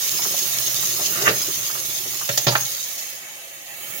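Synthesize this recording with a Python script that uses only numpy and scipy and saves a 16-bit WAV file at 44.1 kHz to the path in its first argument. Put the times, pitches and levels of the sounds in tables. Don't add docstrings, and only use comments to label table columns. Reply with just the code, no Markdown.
import sys
import numpy as np
from scipy import signal
from scipy.fft import rfft, irfft, next_fast_len
from scipy.io import wavfile
from scipy.ndimage import uniform_filter1d, map_coordinates

SR = 44100
rng = np.random.default_rng(int(sys.argv[2]) if len(sys.argv) > 2 else 0)


def bounce(signal):
    frames = np.transpose(np.atleast_2d(signal))
    limited = np.clip(frames, -1, 1)
    pcm = np.round(limited * 32767).astype(np.int16)
    wavfile.write(sys.argv[1], SR, pcm)


N = 176400

# (time [s], spatter level [dB], hiss level [dB], drumming level [dB])
STREAM_LEVELS = [(0, -24, -22, -44), (1.25, -24.5, -21.5, -40), (1.6, -25.5, -24, -41),
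                 (2.1, -28.5, -25.5, -45.5), (2.6, -27, -24.5, -50), (3.05, -32, -30.5, -56.5),
                 (3.25, -42, -39.5, -56.5), (3.65, -45.5, -39.5, -66.5), (3.8, -47, -32.5, -51),
                 (4, -39, -27.5, -51.5)]
# (time [s], level [dB])
WASH_LEVELS = [(0, -34), (1.2, -34.5), (2.2, -37), (3.1, -36.5), (3.62, -39), (4, -33)]
# (frequency [Hz], relative level [dB])
SPATTER_SPECTRUM = [(500, -31.5), (1200, -20.5), (2300, -17.5), (3200, -8), (5700, -6), (6300, 0.5),
                    (6850, 0), (7600, -13), (15500, -17.5)]
HISS_SPECTRUM = [(3000, -20), (7800, -15), (9500, -6.5), (12000, -0.5), (15200, 2.5)]
WASH_SPECTRUM = [(40, -18), (150, -13), (270, -14), (700, 1), (1050, -5.5), (1700, 3), (2150, 0.5),
                 (2700, 4.5), (4700, -7.5), (5900, -10), (6700, 6), (7700, -7), (9000, -3.5), (15500, -9.5)]
# (frequency [Hz], width [Hz], relative level [dB])
BASIN_MODES = [(57.6, 7.6, -13.5), (123.2, 7.1, 5), (187, 26, -4.5), (364.5, 37.5, -1.5), (594, 19, -5.5),
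               (1213, 260, -9)]
# (time [s], level [dB])
SPIT_EVENTS = [(0.093, -14), (0.32, -20), (0.586, -12.5), (0.659, -28), (0.744, -13.5), (0.872, -14),
               (1.062, -14), (2.748, -17), (2.828, -23)]
# (time [s], pitch [Hz], level [dB])
PLOP_EVENTS = [(.19, 900, -24), (.256, 405, -21), (0.247, 1290, -24), (0.336, 690, -26),
               (0.827, 1060, -28.5), (.99, 690, -24), (1.481, 372, -29), (1.696, 1250, -25),
               (1.752, 1250, -25.5), (2.056, 382, -29), (2.21, 1200, -23.5)]
# (time [s], rasp level [dB], groan level [dB])
SHOVE_LEVELS = [(1.08, -53, -42), (1.15, -31, -44.5), (1.24, -33, -29), (1.266, -18.5, -29),
                (1.28, -11.5, -23), (1.3, -23.5, -22.5), (1.33, -43, -38), (1.38, -65, -42)]
# (frequency [Hz], width [Hz], relative level [dB])
RASP_MODES = [(1164, 67, -0.5), (1390, 170, 0.5), (1940, 270, 0), (2800, 140, 0.5)]
GROAN_MODES = [(129, 25, -4), (397, 35, 2.5), (455.4, 7.1, 3), (624, 130, -3.5)]
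CONTACT_HZ = [125, 560, 830, 1600, 4800, 6800]
# (time [s], share of free ringing time [0-1], level at each of CONTACT_HZ [dB])
KNOCK_EVENTS = [(1.286, 1, -22, -16, -35.5, -16, -25, -34), (2.29, 0.67, -18, -18, -36, -15.5, -31.5, -24),
                (2.375, 0.56, -35, -23, -24, -20.5, -20.5, -12.5),
                (2.467, 1, -6.5, -17, -18.5, -17.5, -22, -24.5),
                (2.481, 0.82, -11.5, -21.5, -19.5, -23.5, -18, -29.5),
                (2.521, 0.64, -28, -34, -16, -22, -36, -25),
                (2.552, 0.54, -20.5, -22.5, -13.5, -6.5, -27.5, -51)]
# (frequency [Hz], relative level [dB], free T60 [s])
RING_MODES = [(122.5, 1.5, 0.42), (371, -2.5, 0.1), (455, -10, 0.18), (575, 0.5, 0.22), (630, -9, 0.27),
              (706, 1, 0.11), (830, -1.5, 0.13), (928, -4, 0.16), (1205, -2.5, 0.067), (1366, 1, 0.089),
              (1813, 7.5, 0.058), (4710, -0.5, 0.26)]
# (frequency [Hz], relative level [dB])
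CLACK_SPECTRUM = [(170, 0.5), (280, -11.5), (600, 2), (1500, -5), (3500, 2.5), (6800, 5), (8000, -15),
                  (15000, -8)]
# (frequency [Hz], T60 [s])
CLACK_DECAY = [(150, 0.24), (1500, 0.16), (12000, 0.13)]
ROOM_DECAY = [(100, 0.52), (15000, 0.082)]
# (frequency [Hz], left minus right [dB])
WATER_BALANCE = [(500, -4), (2000, -1), (3500, -3), (6300, 0), (15000, -1)]
# (frequency [Hz], correlation [0-1])
COHERENCE = [(100, 1), (400, 1), (1100, 0.64), (3000, 0.026)]

HISS_PAN_DB, DISH_PAN_DB = -26, -3.5


def amp(db):
    return 10 ** (np.asarray(db) / 20)


def unit(x):
    return x / np.sqrt(np.mean(x ** 2) + 1e-20)


def along(points, hz):
    freqs, values = np.transpose(points)
    return np.interp(np.log(hz + 1), np.log(freqs + 1), values)


def curves(rows, outside=None):
    times, *columns = np.transpose(rows)
    return [np.interp(np.arange(N) / SR, times, column, outside, outside) for column in columns]


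def wobble(rate):
    return map_coordinates(rng.standard_normal(2048), [np.arange(N) * rate / SR], mode="wrap")


def filtered(x, response):
    n = x.shape[-1]
    size = next_fast_len(n + SR // 4)
    return irfft(rfft(x, size) * response(np.fft.rfftfreq(size, 1 / SR)), size)[..., :n]


def coloured(x, spectrum):
    return unit(filtered(x, lambda hz: amp(along(spectrum, hz))))


def resonate(x, modes):
    def response(hz):
        return sum((-1) ** k * amp(db) * 1j * hz * width / (centre ** 2 - hz ** 2 + 1j * hz * width)
                   for k, (centre, width, db) in enumerate(modes))
    return unit(filtered(x, response))


def causal(x, spectrum, size=4096):
    cepstrum = irfft(np.log(amp(along(spectrum, np.fft.rfftfreq(size, 1 / SR)))))
    cepstrum[1:size // 2] *= 2
    cepstrum[size // 2 + 1:] = 0
    return signal.fftconvolve(x, irfft(np.exp(rfft(cepstrum)))[None], axes=1)


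def pan(db):
    return unit(amp(np.array([np.atleast_1d(db), -np.atleast_1d(db)]) / 2))


def stereo_angle(hz):
    return np.arccos(np.clip(along(COHERENCE, hz), -1, 1)) / 2


def spread(pair):
    mid, side = filtered(pair, lambda hz: np.array([np.cos(stereo_angle(hz)), np.sin(stereo_angle(hz))]))
    return np.array([mid + side, mid - side])


def dying(x, t60s):
    hz, t, bands = signal.stft(x, SR, nperseg=128)
    decay = amp(-60 * t / along(t60s, hz)[:, None])
    return signal.istft(bands * decay, SR, nperseg=128)[1][:, :x.shape[1]]


def add(track, start, sound):
    part = track[:, round(start * SR):][:, :sound.shape[-1]]
    part += sound[..., :part.shape[1]]


def impacts(rate, scatter_db):
    hits = (rng.random((2, N)) < rate / SR) * rng.choice([-1, 1], (2, N))
    return unit(hits * amp(scatter_db * np.clip(rng.standard_normal((2, N)), -2, 2)))


def sink_walls(x, t60):
    t = np.arange(SR // 20) / SR
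    echo = unit(rng.standard_normal((2, len(t))) * amp(-60 * t / t60)) / np.sqrt(len(t))
    echo[:, 0] += 1.1
    return unit(signal.fftconvolve(x, echo, axes=1)[:, :N])


def bubbling(x, depth_db):
    bands = signal.stft(x, nperseg=1024)[2]
    swell = uniform_filter1d(rng.standard_normal(bands.shape[1:]), size=5, axis=0)
    swell = uniform_filter1d(swell, size=5, axis=1)
    return unit(signal.istft(bands * amp(depth_db * unit(swell)), nperseg=1024)[1][:, :N])


def spatter(level_db):
    spray = bubbling(sink_walls(impacts(rate=5600, scatter_db=7), t60=0.069), depth_db=3.0)
    return coloured(spray, SPATTER_SPECTRUM) * amp(level_db + 1.4 * wobble(70) + 0.72 * wobble(22.59))


def jet_hiss(level_db):
    fizz = bubbling(rng.standard_normal((2, N)), depth_db=2.5)
    return coloured(fizz, HISS_SPECTRUM) * amp(level_db + 0.95 * wobble(90))


def basin_drum(level_db):
    beats = spread(impacts(rate=400, scatter_db=1.5))
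    return resonate(beats, BASIN_MODES) * amp(level_db + 1.7 * wobble(22.18))


def wash(level_db):
    film = bubbling(sink_walls(impacts(rate=7000, scatter_db=2.5), t60=0.063), depth_db=2.5)
    return coloured(spread(film), WASH_SPECTRUM) * amp(level_db)


def spits(t60=0.015, attack_s=0.00019):
    out, t = np.zeros((2, N)), np.arange(SR // 10) / SR
    for start, db in SPIT_EVENTS:
        burst = coloured(rng.standard_normal((2, len(t))), SPATTER_SPECTRUM)
        add(out, start, burst * amp(db - 60 * t / t60) * (1 - np.exp(-t / attack_s)))
    return out


def plops(t60=0.073, attack_s=0.0041, relative_width=0.25):
    out, t = np.zeros((2, N)), np.arange(SR // 8) / SR
    for start, hz, db in PLOP_EVENTS:
        hollow = resonate(rng.standard_normal((2, len(t))), [(hz, relative_width * hz, 0)])
        add(out, start, hollow * amp(db - 60 * t / t60) * (1 - np.exp(-t / attack_s)))
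    return spread(out) * pan(DISH_PAN_DB)


def dish_shove():
    rasp_db, groan_db = curves(SHOVE_LEVELS, outside=-120)
    slips = spread(impacts(rate=2900, scatter_db=3.0))
    rasp = resonate(slips, RASP_MODES) * amp(rasp_db)
    groan = resonate(slips, GROAN_MODES) * amp(groan_db)
    return (rasp + groan) * pan(DISH_PAN_DB)


def dish_knocks(ring_db=-6.5, clack_db=8, attack_s=0.0008, panel_cut_hz=142):
    out, t = np.zeros((2, N)), np.arange(SR * 3 // 4) / SR
    for start, free, *contact_db in KNOCK_EVENTS:
        ring = 0
        for k, (hz, db, t60) in enumerate(RING_MODES):
            phases = rng.normal(0, 1, (2, 1)) * stereo_angle(hz)
            ring += (-1) ** k * amp(db - 60 * t / (free * t60)) * np.sin(2 * np.pi * hz * t + phases)
        noise = coloured(spread(rng.standard_normal((2, len(t)))), CLACK_SPECTRUM)
        clack = dying(noise, np.multiply(CLACK_DECAY, [1, free]))
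        blow = (amp(ring_db) * ring + amp(clack_db) * clack) * (1 - np.exp(-t / attack_s))
        add(out, start, causal(blow, list(zip(CONTACT_HZ, contact_db))))
    bass_cut = signal.butter(4, panel_cut_hz, "high", fs=SR, output="sos")
    return signal.sosfilt(bass_cut, out) * pan(DISH_PAN_DB)


def kitchen(x, level_db=-13.5):
    tail = dying(rng.standard_normal((2, SR // 2)), ROOM_DECAY)
    tail /= np.linalg.norm(tail[0])
    return amp(level_db) * spread(signal.fftconvolve(x, tail, axes=1)[:, :N])


def scene():
    bumps = dish_knocks() + dish_shove() + plops()
    spatter_db, hiss_db, drum_db = curves(STREAM_LEVELS)
    wash_db, = curves(WASH_LEVELS)
    spray = spatter(spatter_db)
    hiss = jet_hiss(hiss_db) * pan(HISS_PAN_DB)
    water = spray + basin_drum(drum_db) + wash(wash_db) + spits()
    water = filtered(water, lambda hz: pan(along(WATER_BALANCE, hz)))
    return water + hiss + bumps + kitchen(bumps)


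def record(dry, port_lag_s=0.0002356, low_cut_hz=30, top_hz=15850):
    def response(hz):
        lag = np.exp(np.array([[-1j], [1j]]) * np.pi * hz * port_lag_s)
        return lag * (1j * hz / (1j * hz + low_cut_hz)) ** 2
    ports = filtered(dry, response)
    return filtered(np.clip(ports, -1, 1), lambda hz: hz < top_hz)


dry = scene()
out = record(dry)
bounce(out)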